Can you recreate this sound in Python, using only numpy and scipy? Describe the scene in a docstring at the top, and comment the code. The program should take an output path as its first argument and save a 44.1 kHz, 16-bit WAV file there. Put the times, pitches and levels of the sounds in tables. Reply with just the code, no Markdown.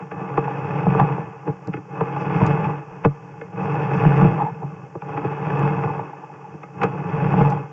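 """A springy cable is shoved by hand into a drain line, five pushes in under eight seconds.
Each push grips, then builds up: the cable scrapes through its guide and now and then slaps the reel.
Each contact runs along the cable, treble ahead of bass, and rings the same hollow reel housing.
At the height of a push, the inspection unit's close, telephone-like microphone overloads lopsidedly.
Then the push eases and runs out, and the slowing cable creaks. A thin hiss lies under it all."""
import sys
import numpy as np
from scipy import signal
from scipy.fft import rfft, irfft, next_fast_len
from scipy.io import wavfile
from scipy.ndimage import uniform_filter1d, map_coordinates

SR = 44100
rng = np.random.default_rng(int(sys.argv[2]) if len(sys.argv) > 2 else 0)


def to_wav(s):
    """Save 16-bit WAV."""
    ch = np.atleast_2d(s).T  # columns
    pcm = np.round(np.clip(ch, -1, 1) * 32767)  # PCM
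    wavfile.write(sys.argv[1], SR, pcm.astype(np.int16))


N = 340452

# the cable hits the reel: start_s, chatter_s, strength_db, extra_thud_db, extra_knock_db, extra_edge_db
REEL_SLAPS = [(0.119, 0.0069, -32.5, -2, 0, -9.5), (0.378, 0.006, -18, -5, 1, -20),
              (0.481, 0.008, -23, -11, -14, -25), (0.868, 0.0026, -19, 8, -4, -36),
              (0.951, 0.002, -24.5, 1, 1, -25), (1.001, 0.012, -13, 0.5, -14, -25),
              (1.09, 0.0023, -30.5, 5.5, -5, -13), (1.18, 0.003, -28, 1, -1, -23),
              (1.479, 0.021, -29.5, 9.5, 7, -16.5), (1.68, 0.015, -37.5, 15.5, 9.5, -16.5),
              (1.741, 0.0064, -32.5, 0, 5, -4), (1.773, 0.0096, -41.5, 9, 10.5, -3.5),
              (2.011, 0.0047, -22, 4, 2.5, -17), (2.165, 0.0045, -24.5, -12, -12, -26),
              (2.418, 0.0026, -22.5, 11.5, -6, -26), (2.648, 0.015, -30.5, 8, -1, -6.5),
              (2.696, 0.003, -27, -0.5, -13, -25), (3.051, 0.0063, -17, 4, 5.5, -13.5),
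              (3.417, 0.0031, -43, -4, 12, 1), (4.052, 0.0031, -23.5, 14, 2.5, -15),
              (4.215, 0.0057, -21.5, 11, -3, -17), (4.245, 0.011, -25.5, 16, 6, -13),
              (4.631, 0.016, -31.5, 6, -2, -31), (4.955, 0.0042, -35, 4.5, 7, -25),
              (5.023, 0.004, -32, -9, -8, -14), (5.178, 0.013, -26, -9, -1.5, -12.5),
              (5.248, 0.0084, -32.5, 8.5, 10, -9.5), (5.838, 0.015, -26, 8.5, -2, -15.5),
              (5.994, 0.0033, -27.5, -9, -4, -25), (6.54, 0.0096, -50, 15, 12.5, -24),
              (6.637, 0.0047, -38.5, -4, 0, -4), (6.82, 0.0023, -22.5, -3, -5, -10),
              (6.837, 0.018, -18.5, -3, 0.5, -9.5), (7.338, 0.0029, -22, 6.5, -6, -20),
              (7.408, 0.0068, -21, 9, 1.5, -25), (7.522, 0.0064, -26.5, 1, -14, -24)]
# how strongly the cable rubs at each of the six stages of a push: rumble_db, scrape_db, grit_db
PUSH_STAGES = [(-41, -47.5, -59.5), (-29.5, -34, -48), (-25.5, -31, -42.5), (-14.5, -25, -36.5),
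               (-24, -30.5, -44), (-40, -43, -55)]


def scraping(responses, catches_per_s, spread_db, smooth_share, judder_db, flutter_db, knock_db, rasp_db):
    """The cable's jacket catches and slips on the guide: many small tugs of uneven size."""
    rumble, scrape, grit = pushing(uneven_db=1.0, uneven_per_s=14)
    knock = between(rumble, scrape, share=0.21) + knock_db
    rasp = between(grit, scrape, share=0.79) + rasp_db
    catches = (rng.random(N) < catches_per_s / SR) * rng.choice([-1, 1], N)
    catches = catches * amp(spread_db * np.minimum(rng.exponential(size=N), 3))
    force = catches / rms(catches) + smooth_share * rng.standard_normal(N)
    force *= amp(judder_db * wobble(per_s=58))
    force *= sticking(hold_s=0.004, depth=0.9)
    out = np.zeros(N)
    for response, level_db in zip(responses, (rumble, knock, scrape, rasp, grit)):
        ring = signal.fftconvolve(force * amp(flutter_db * wobble(per_s=35)), response, "same")
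        slow_level = uniform_filter1d(running_rms(ring, 0.076), size=2048)
        out += ring / slow_level * amp(level_db)  # the hand sets the loudness; the grain stays
    return out


def pushing(uneven_db, uneven_per_s, grip_s=0.092):
    """Rumble, scrape and grit levels in dB, as a slightly unsteady hand goes through each push."""
    # pushes of the hand: start_s, build_s, ease_s, run_out_s, then the boosts
    # grip_db, push_db, rumble_db, grit_db, coasting_rumble_db
    pushes = [(0.09, 0.91, 0.16, 0.17, 0.5, -1, -1.5, 0, -1),
              (1.86, 0.62, 0.21, 0.17, 1, 0.5, -1, 0.5, 0.5), (3.51, 0.69, 0.2, 0.17, 6, 1.5, 0.5, 0.5, 6),
              (5.0, 0.62, 0.35, 0.16, 0, -1.5, -2.5, -0.5, -5), (6.73, 0.68, 0.15, 0.11, -0.5, 0, 2, 0, 3)]
    rest, sliding, halfway, hardest, let_go, coasting = np.array(PUSH_STAGES)
    times, levels = [0], [sliding]
    for start, build, ease, run_out, grip_db, push_db, rumble_db, grit_db, coast_db in pushes:
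        colour = np.array([rumble_db, 0, grit_db])
        gripped, top = start + grip_s, start + build
        times += [start, gripped, (gripped + top) / 2, top, top + ease, top + ease + run_out]
        levels += [rest, sliding + grip_db + colour, halfway + (grip_db + push_db) / 2 + colour,
                   hardest + push_db + colour, let_go + colour, coasting + [coast_db, 0, 0]]
    unsteady = uneven_db * wobble(uneven_per_s)
    return [np.interp(np.arange(N) / SR, times, level) + unsteady for level in np.transpose(levels)]


def sticking(hold_s, depth):
    """The cable grips and falls quiet for an instant before it jumps and slaps."""
    t = np.arange(N) / SR
    slap_times = np.array(REEL_SLAPS)[:, 0]
    next_slap = np.minimum(np.searchsorted(slap_times, t), len(slap_times) - 1)
    wait_s = slap_times[next_slap] - t
    return 1 - depth * (wait_s > 0) * np.exp(-(wait_s / hold_s) ** 2)


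def slapping(responses, chatter, lead_share, cushion_db_per_octave, damping_s, band_boosts_db):
    """A loop of cable brushes the reel, strikes it and chatters briefly against it."""
    size = len(responses[0])
    t = (np.arange(size) - size // 2) / SR
    out = np.zeros(N + 2 * size)
    damping = np.exp(-(np.maximum(t, 0) / damping_s) ** 2)  # the cable rests on the reel and stills it
    for start_s, chatter_s, strength, thud, knock, edge in REEL_SLAPS:
        rattle = rng.standard_normal(size) * np.exp(-np.maximum(t, -t / lead_share) / chatter_s)
        force = chatter * rattle / np.linalg.norm(rattle)
        force[size // 2] += 1  # the blow itself, which the plastic jacket then cushions
        force = filtered(force, lambda hz: amp(-cushion_db_per_octave * np.log2(1 + hz / 150)))
        grit = strength + edge
        rasp = between(grit, strength, share=0.73)
        levels_db = np.add([strength + thud, strength + knock, strength, rasp, grit], band_boosts_db)
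        for response, db in zip(responses, levels_db):
            ring = signal.fftconvolve(force, response, "same") * damping
            out[round(start_s * SR):][:size] += amp(db) * ring / running_rms(ring, 0.01).max()
    return out[size // 2:][:N]


def reel_responses(travel_s, size=12288):
    """How one tap rings cable and housing, in five bands, low to high: rumble, knock, scrape, rasp, grit."""
    # broad tone of the reel and its housing: pitch_hz, level_db
    housing = [(40, -35.5), (72, -33), (100, -10.5), (140, 0.5), (200, -5.5), (280, -4.5), (520, -12.5),
               (930, -13), (1300, -18), (1700, -22), (1850, -35.5), (2750, -43), (3450, -59.5), (3900, -57)]
    # notes the housing rings at, and the dips between them: pitch_hz, width_hz, boost_db
    resonances = [(142.4, 14, 8.5), (183.2, 25, 8.5), (236, 45.5, -21.5), (297.6, 38, 5.5),
                  (453.5, 57, 14.5), (568, 20, 5), (676, 79, -6.5), (826, 61, 10.5), (1169.5, 35, 8.5),
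                  (1235, 18, -11.5), (1264, 19, 5.5), (1463, 40, 7), (1750, 27, 8.5), (1972, 28, 6),
                  (2149, 25, 10), (2570, 174, 14), (2930, 37, 5.5), (3100, 100, -8), (3220, 45, 11.5),
                  (3370, 89, 6.5)]
    # where one band ends and the next begins: pitch_hz
    band_edges = (235, 650, 1200, 1900)
    hz = np.fft.rfftfreq(size, 1 / SR)
    peaks_db = sum(db / (1 + (2 * (hz - pitch) / width) ** 2) for pitch, width, db in resonances)
    # bending waves: 250 Hz arrives travel_s after 1 kHz, lower pitches later still, so each tap chirps downward
    phase = 2 * np.pi * travel_s * (2 * np.sqrt(1000 * hz) - hz)
    body = causal(amp(along(housing, hz) + peaks_db)) * np.exp(-1j * phase)
    below_edges = [1 / (1 + (hz / edge) ** 20) for edge in band_edges]
    bands = np.diff(below_edges, axis=0, prepend=0, append=1)
    return [np.fft.fftshift(irfft(body * band)) for band in bands]  # the tap lands mid-array


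def creaking(pitch_hz, width_hz, slips_per_s, judder_db):
    """The slowing cable judders, and its uneven slips keep one hollow note of the reel ringing."""
    # each swell of creaking: middle_s, half_length_s, level_db
    creaks = [(1.026, 0.031, -28), (2.645, 0.043, -30), (4.409, 0.019, -18.5), (4.471, 0.038, -29),
              (5.899, 0.02, -26.5), (6.14, 0.018, -39), (6.24, 0.025, -42.5), (6.307, 0.013, -41),
              (6.451, 0.013, -39.5), (7.466, 0.1, -28)]
    t = np.arange(N) / SR
    slips = (rng.random(N) < slips_per_s / SR) * 1.0
    ring = filtered(slips, lambda hz: (1j * hz * width_hz
                                       / (pitch_hz ** 2 - hz ** 2 + 1j * hz * width_hz)) ** 2)
    swell = sum(amp(db) * np.exp(-((t - middle) / half) ** 2) for middle, half, db in creaks)
    return ring / running_rms(ring, 0.095) * swell * amp(judder_db * wobble(per_s=30))


def ticking(centre_hz, half_width_hz, size=2048):
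    """Tiny dry ticks, far brighter than the scraping."""
    # short bursts of noise: start_s, strength_db, decay_s
    ticks = [(1.674, -36, 0.0005), (2.464, -35.5, 0.0051), (5.594, -37, 0.00041), (6.833, -35, .006),
             (7.501, -40, 0.0043)]
    out, t = np.zeros(N), np.arange(size) / SR
    for start_s, db, decay_s in ticks:
        out[round(start_s * SR):][:size] += amp(db) * rng.standard_normal(size) * np.exp(-t / decay_s)
    return filtered(out, lambda hz: 1 / (1 + np.abs((hz - centre_hz) / half_width_hz) ** 10))


def fizzing(level_db, growth, clicks_per_s):
    """A faint, fine treble fizz swells when the push is hardest."""
    # tone of the fizz: pitch_hz, level_db
    fizz_tone = [(3900, -29), (4500, -3), (5500, 2), (6800, -5.5), (8500, -23), (14000, -34)]
    grit_db = pushing(uneven_db=2.6, uneven_per_s=19)[2]
    hardest_grit_db = np.max(PUSH_STAGES, axis=0)[2]
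    clicks = (rng.random(N) < clicks_per_s / SR) * rng.standard_normal(N)
    fizz = filtered(clicks, lambda hz: amp(along(fizz_tone, hz) - 120 * (hz < 3000)))  # treble only
    return fizz / rms(fizz) * amp(level_db + growth * (grit_db - hardest_grit_db))


def overload(x, limit, lopsided):
    """The microphone rounds off loud peaks, then stretches upward swings and squashes downward ones."""
    rounded = x / (1 + np.abs(x / limit) ** 4) ** (1 / 4)
    skewed = rounded + lopsided * rounded ** 2
    return filtered(skewed, lambda hz: (1j * hz / (1j * hz + 14)) ** 2)  # centre the wave on zero


def mirroring(x, clock_hz):
    """The recorder's sample clock mirrors a faint copy of the sound up into the treble."""
    # what the output filter lets through of that copy: pitch_hz, gain_db
    leak = [(4000, -4), (4700, -12), (5500, -31.5), (6500, -42), (7200, -57.5), (7600, -68), (7900, -87),
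            (8400, -77), (9000, -82.5)]
    mirrored = 2 * np.cos(2 * np.pi * clock_hz * np.arange(N) / SR) * x
    return filtered(mirrored, lambda hz: amp(along(leak, hz)))


def hissing(level_db):
    """The electronics add a thin, steady hiss."""
    # tone of the hiss: pitch_hz, level_db
    hiss_tone = [(100, 2.5), (3000, -4), (3700, -19), (4000, -24), (4400, -13.5), (5500, -5), (6800, -7.5),
                 (7600, -15), (8800, -34.5), (14000, -43)]
    hiss = filtered(rng.standard_normal(N), lambda hz: amp(along(hiss_tone, hz)))
    return amp(level_db) * hiss / rms(hiss)


def amp(db):
    """Turn decibels into a number to multiply by."""
    return 10 ** (np.asarray(db) / 20)


def rms(x):
    """Average level (root mean square)."""
    return np.sqrt(np.mean(x ** 2) + 1e-20)


def running_rms(x, seconds):
    """Average level in a sliding window."""
    return np.sqrt(np.abs(uniform_filter1d(x ** 2, max(int(seconds * SR), 2))) + 1e-20)


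def between(a_db, b_db, share):
    """Blend two levels, taking this share of the first."""
    return share * a_db + (1 - share) * b_db


def along(points, hz):
    """Read a curve through (pitch_hz, value) points, with octaves evenly spaced."""
    pitches, values = np.transpose(points)
    return np.interp(np.log(hz + 1), np.log(pitches + 1), values)


def wobble(per_s):
    """A smooth curve through this many random values a second."""
    return map_coordinates(rng.standard_normal(int(N * per_s / SR) + 4), [np.arange(N) * per_s / SR])


def filtered(x, response):
    """Multiply each frequency in x by response(hz)."""
    size = next_fast_len(len(x) + 8192)
    return irfft(rfft(x, size) * response(np.fft.rfftfreq(size, 1 / SR)), size)[:len(x)]


def causal(gain):
    """A filter with this gain that rings only after it is struck (minimum phase)."""
    cepstrum = irfft(np.log(np.maximum(gain, 1e-6)))
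    half = len(cepstrum) // 2
    cepstrum[1:half] *= 2
    cepstrum[half + 1:] = 0
    return np.exp(rfft(cepstrum))


def scene():
    """Scrapes, slaps and creaks all sound through the reel."""
    responses = reel_responses(travel_s=0.006893)
    scrape = scraping(responses, catches_per_s=650, spread_db=1.3, smooth_share=0.65,
                      judder_db=0.5, flutter_db=1.2, knock_db=-1.0, rasp_db=-0.6)
    slaps = slapping(responses, chatter=1.69, lead_share=0.68, cushion_db_per_octave=5,
                     damping_s=0.087, band_boosts_db=(1.0, 0.5, 0.5, 0.5, -0.5))
    creaks = creaking(pitch_hz=849, width_hz=110, slips_per_s=400, judder_db=1.5)
    return (amp(-1.55) * scrape + slaps + creaks)[None]


def record(dry):
    """The recorder overloads and keeps a telephone's range; faint bright sounds are added on top."""
    overloaded = overload(dry[0], limit=0.75, lopsided=0.62)
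    narrow = filtered(overloaded, lambda hz: 1 / (1 + (hz / 3720) ** 50))
    mirror = mirroring(narrow, clock_hz=8000)
    hiss = hissing(level_db=-64.5)
    ticks = ticking(centre_hz=5400, half_width_hz=2200)
    fizz = fizzing(level_db=-66.5, growth=1.4, clicks_per_s=2300)
    return filtered(narrow + mirror + ticks + fizz + hiss, lambda hz: hz < 14900)[None]


dry = scene()
out = record(dry)
to_wav(out)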